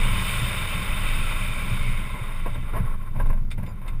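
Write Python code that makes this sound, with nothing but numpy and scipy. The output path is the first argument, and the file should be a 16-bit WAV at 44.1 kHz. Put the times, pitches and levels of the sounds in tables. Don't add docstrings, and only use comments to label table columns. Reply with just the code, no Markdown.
import sys
import numpy as np
from scipy import signal
from scipy.fft import rfft, irfft
from scipy.io import wavfile
from scipy.ndimage import uniform_filter1d

SR = 44100
rng = np.random.default_rng(int(sys.argv[2]) if len(sys.argv) > 2 else 0)


def put_to_file(sound):
    columns = np.atleast_2d(sound).T
    safe = np.clip(columns, -1, 1)
    whole_steps = np.round(safe * 32767)
    wavfile.write(sys.argv[1], SR, whole_steps.astype(np.int16))


N = 176400
T = np.arange(N) / SR
FREQS = np.maximum(np.arange(N // 2 + 1) * SR / N, 1)
OCTAVES = np.log2(np.maximum(FREQS, 300) / 1000)

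# t/s, level/dB, dullness/(dB per octave above 500 Hz)
RIVER_FADE = [(0, -31, 0.5), (.3, -31, -0.5), (.6, -31, 0.3), (.85, -32.5, 0.3), (1.15, -33, -0.05),
              (1.5, -35, 0), (1.85, -37, 0.1), (2.12, -41, 0.55), (2.4, -43.5, 0.5), (2.7, -48.5, 1),
              (3.05, -61.5, -1), (3.45, -64.5, 1.5), (4, -56.5, 1.5)]
# t/s, level/dB
BOOM_LEVEL = [(0, -26.5), (.1, -24.5), (.25, -29.5), (.45, -27), (.66, -33.5), (.78, -28), (1.1, -29.5),
              (1.38, -31), (1.75, -29), (2.0, -31), (2.35, -36.5), (2.6, -30.5), (2.7, -36.5), (2.8, -26),
              (3.05, -39), (3.25, -28), (3.5, -34), (3.62, -30), (3.82, -38.5), (4, -35)]


def river():
    # f/Hz, level/dB
    water_colour = [(100, -15.5), (300, -5.5), (450, -1.5), (750, -5), (1200, 0.5), (1750, -1.5), (2850, 0),
                    (3300, -2.5), (4250, -14), (6000, -27.5), (7700, -16), (10300, -16), (11500, -36.5),
                    (12600, -33), (15000, -17.5)]
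    splash_db, bubble_db, flicker_db = 0.87, -12.5, 0.78
    splashes = unit(rng.standard_normal(N) * undb(splash_db * wander(260)))
    water = unit(splashes + undb(bubble_db) * bubbles())
    spectrum = rfft(in_case(water, water_colour))
    dullness = curve(RIVER_FADE, column=2)
    rush = 0
    for octave in np.arange(-2, 4.5, .5):
        band = irfft(spectrum * np.maximum(1 - 2 * abs(OCTAVES - octave), 0), N)
        rush += band * undb(flicker_db * wander(11) - dullness * (octave + 1))
    return rush * undb(curve(RIVER_FADE))


def bubbles():
    per_second, cycles, spread_db = 1500, 16.5, 2.5
    out = np.zeros(N + SR)
    for when, pitch, softness, phase in rng.random((int(per_second * N / SR), 4)):
        hz = 700 * 16 ** pitch
        life = cycles / hz
        t = np.arange(int(2 * life * SR)) / SR
        turns = hz * t * (1 + 0.032 * t / life) + phase
        ping = np.sin(2 * np.pi * turns) * np.exp(-2 * t / life)
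        start = int(when * N)
        out[start:start + len(t)] += ping * hz * undb(-spread_db * np.log(max(softness, .01)))
    return unit(out[:N])


def river_whistle():
    # t/s, f/Hz, level/dB relative to the river
    glide = [(.3, 2955, -13.5), (.9, 2724, -28), (1.12, 2662, -7), (1.25, 2500, -8.5), (1.85, 2214, -4),
             (2.3, 2094, -8.5)]
    return wavering_tone(curve(glide), width_hz=170) * undb(curve(glide, column=2) + curve(RIVER_FADE))


def car_body():
    # f/Hz, width/Hz, level/dB
    notes = [(35, 33.6, 2.5), (70, 11.6, 0), (100.9, 20, 0), (118, 19.7, 1.5), (185.3, 19.3, -7),
             (207, 20.5, -11.5), (247, 15, -17.5)]
    # t/s, peak/dB
    drops = [(0.418, -20.5), (0.61, -25.5), (1.708, -20.5), (1.884, -21), (2.748, -21), (2.795, -18.5),
             (3.155, -24), (3.577, -23)]
    power = sum(undb(db) ** 2 / (1 + ((FREQS - hz) / width * 2) ** 2) ** 1.257 for hz, width, db in notes)
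    shake = irfft(rfft(rng.standard_normal(N)) * np.sqrt(power), N)
    roughness = undb(1.5 * wander(50))
    boom = unit(even_out(shake, samples=SR // 8) * roughness) * undb(curve(BOOM_LEVEL))
    return boom + ring(drops, notes, swell_s=0.0097)


def planks():
    # t/s, level/dB, rise/s, decay/s, brightness/(dB per octave)
    knocks = [(2.15, -38.5, 0.01, 0.056, -1), (2.463, -28, 0.0049, 0.016, -0.5),
              (2.557, -35.5, 0.0088, 0.012, 0.5), (2.739, -34, 0.0057, 0.024, 0),
              (2.766, -31.5, 0.008, 0.032, 1), (3.162, -40.5, 0.015, 0.037, 0.5),
              (3.202, -32, 0.0061, 0.018, 0.6), (3.259, -39, 0.0018, 0.01, 1),
              (3.304, -34.5, 0.0078, 0.012, 0.5), (3.33, -39, 0.001, 0.015, 0.5),
              (3.374, -46.5, .001, 0.012, 0.5), (3.579, -40, 0.0008, 0.026, 1.5),
              (3.632, -39, 0.0024, 0.013, 1), (3.68, -42.5, 0.0063, 0.033, -0.5),
              (3.816, -44, .001, 0.022, 1), (3.865, -45, 0.012, 0.048, 1)]
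    # f/Hz, level/dB
    wood_colour = [(100, -2), (280, 4), (450, 3.5), (750, 0.5), (1200, -9), (1750, -10.5), (2850, -16.5),
                   (3300, -27), (4250, -32), (6000, -48), (7700, -42), (10300, -29), (12500, -22.5),
                   (15000, -47)]
    # f/Hz, width/Hz, boost/dB
    notes = [(993, 250, 8.5), (1603, 230, 4.5)]
    # t/s, peak/dB
    clacks = [(3.197, -26), (3.303, -40)]
    return grainy_bursts(knocks, wood_colour, notes, grain_db=1.5) + ring(clacks, notes, swell_s=0.0045)


def clicks_and_rattles():
    # t/s, level/dB, rise/s, decay/s, brightness/(dB per octave)
    bursts = [(3.27, -41, .0003, .0006, 1), (3.293, -36.5, .0005, 0.00089, 1),
              (3.506, -42, 0.00057, 0.0054, 1.5), (3.5135, -34.5, 0.00055, 0.013, -0.5),
              (3.663, -44.5, 0.001, 0.0092, 0), (3.88, -39, 0.0015, 0.013, 0.5)]
    # f/Hz, level/dB
    bright_colour = [(200, -6), (600, -5), (1200, -7), (1750, 0.5), (2700, 0), (3400, -5), (4250, -8),
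                     (6000, -26), (7700, -13), (10300, -20), (12000, -37), (15000, -21)]
    # f/Hz, width/Hz, boost/dB
    notes = [(2120, 51, 10), (3560, 79, 3.5), (8200, 77, 2)]
    return grainy_bursts(bursts, bright_colour, notes, grain_db=4.5)


def tyres():
    # f/Hz, level/dB
    deck_colour = [(100, 6.5), (280, -2), (450, -2.5), (750, -7), (1050, 1), (1750, -8), (2850, -20),
                   (4250, -30.5), (6000, -47), (7700, -38.5), (10300, -25), (12500, -23.5), (15000, -44)]
    # t/s, level/dB
    rolling = [(0, -40), (.8, -42.5), (1.5, -41), (2.2, -43), (2.65, -46.5), (2.95, -44.5), (3.1, -51.5),
               (3.33, -48.5), (3.47, -64), (3.65, -55), (3.78, -53), (3.87, -51), (4, -53.5)]
    board_db, grit_db = 3, 0.5
    contact = rng.standard_normal(N) * undb(board_db * wander(26) + grit_db * wander(340))
    return in_case(unit(contact), deck_colour) * undb(curve(rolling))


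def pole_sway():
    # t/s, level/dB
    strength = [(0, -17.5), (.1, -21.5), (.23, -28), (.72, -29.5), (1.05, -21), (1.65, -27), (1.9, -19.5),
                (2.15, -32), (2.45, -22), (2.65, -26.5), (2.92, -20), (3.05, -30), (3.28, -14.5),
                (3.75, -35), (4, -20)]
    start_hz, fall_hz_per_s = 24.29, 0.83
    hz = (start_hz - fall_hz_per_s * T) * (1 + 0.109 * wander(13.5))
    return unit(np.sin(2 * np.pi * np.cumsum(hz) / SR)) * undb(curve(strength))


def engine():
    # multiple of the firing rate, level/dB relative to the boom
    tones = [(1, -16), (2, -12), (3, -17.5)]
    firing_hz, fall_hz_per_s, throb_db = 62.87, 1.3, 3.5
    hz = (firing_hz - fall_hz_per_s * T) * (1 + .035 * wander(9.92))
    phase = 2 * np.pi * np.cumsum(hz) / SR
    drone = sum(undb(db) * unit(np.sin(k * phase) * undb(throb_db * wander(11))) for k, db in tones)
    return drone * undb(curve(BOOM_LEVEL))


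def squeaks():
    # t/s, half-length/s, level/dB, low f/Hz, high f/Hz, high tone/dB relative to the low
    squeals = [(2.548, 0.0072, -46, 3690, 8280, -6), (3.693, .017, -62.5, 4880, 7130, -1)]
    sag_per_s, flutter_hz, flutter_db = 0.47, 61.6, 4
    out = 0
    for at, half_length, db, low_hz, high_hz, high_db in squeals:
        age = T - at
        flutter = flutter_db * np.cos(2 * np.pi * flutter_hz * age)
        shape = np.exp(-(age / half_length) ** 2 / 2) * undb(db + flutter)
        bend = 1 - sag_per_s * age + 0.0066 * wander(118)
        phase_per_hz = 2 * np.pi * np.cumsum(bend) / SR
        out += shape * (np.sin(low_hz * phase_per_hz) + undb(high_db) * np.sin(high_hz * phase_per_hz))
    return out


def electronics():
    hiss = undb(-74.5) * rng.standard_normal(N)
    return hiss + undb(-70.5) * wavering_tone(hz=11970, width_hz=120)


def in_case(sound, colour, tilt_db=0, extra_notes=()):
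    # f/Hz, width/Hz, boost/dB
    case_notes = [(596, 105, 6), (871, 82, 4), (1062.5, 148, 9), (1354, 154, 5.5), (1540, 330, 3.5),
                  (2006, 163, 8.5), (2267, 268, 10), (2565, 332, 6.5), (3064, 137, 7), (3648, 286, 13.5),
                  (5114, 1080, 9.5), (6840, 770, 8), (8365, 285, 15.5), (8996, 580, 10.5),
                  (9725, 715, 14.5), (10850, 550, 13), (13250, 700, 13.5), (14330, 1180, 16.5)]
    notes = [*case_notes, *extra_notes]
    hz, colour_db = np.array(colour).T
    db = np.interp(np.log(FREQS), np.log(hz), colour_db) + tilt_db * OCTAVES
    db -= 10 * np.log10(1 + (hz[0] / FREQS) ** 4)
    db += sum(boost * .5 ** ((2 * (FREQS - f) / width) ** 2) for f, width, boost in notes)
    cepstrum = irfft(np.log(unit(undb(db))), N)
    cepstrum[1:N // 2] *= 2
    cepstrum[N // 2 + 1:] = 0
    response = irfft(np.exp(rfft(cepstrum)), N)[:2048]
    return signal.fftconvolve(sound, response)[:N]


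def grainy_bursts(bursts, colour, notes, grain_db):
    grains = rng.standard_normal(N) * undb(grain_db * wander(610))
    grains = even_out(grains, samples=SR // 250)
    out = 0
    for at, db, rise, decay, brightness in bursts:
        shape = np.exp(-np.maximum((at - T) / rise, (T - at) / decay))
        out += undb(db) * in_case(grains * shape, colour, brightness, notes)
    return out


def ring(hits, notes, swell_s):
    out = 0
    for at, peak_db in hits:
        age = np.maximum(T - at, 0)
        chord = sum(undb(db) * np.sin(2 * np.pi * hz * age) for hz, _, db in notes)
        tone = chord * age * np.exp(-age / swell_s)
        out += undb(peak_db) * tone / abs(tone).max()
    return out


def wavering_tone(hz, width_hz):
    phase = 2 * np.pi * np.cumsum(hz * np.ones(N)) / SR
    return wander(width_hz) * np.cos(phase) + wander(width_hz) * np.sin(phase)


def wander(rate_hz):
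    return unit(irfft(rfft(rng.standard_normal(N)) * np.exp(-(FREQS / rate_hz) ** 2), N))


def curve(rows, column=1):
    rows = np.array(rows)
    return np.interp(T, rows[:, 0], rows[:, column])


def even_out(sound, samples):
    return sound / np.sqrt(uniform_filter1d(sound ** 2, size=samples))


def unit(x):
    return x / np.sqrt(np.mean(x ** 2))


def undb(db):
    return 10 ** (np.asarray(db) / 20)


def scene():
    short_sounds = planks() + clicks_and_rattles() + squeaks()
    water = river() + river_whistle()
    car = tyres() + engine() + car_body()
    return (short_sounds + water + car + pole_sway() + electronics())[None]


def record(dry):
    top_hz = 15200
    return signal.sosfilt(signal.ellip(12, .2, 80, top_hz, fs=SR, output="sos"), dry)


dry = scene()
out = record(dry)
put_to_file(out)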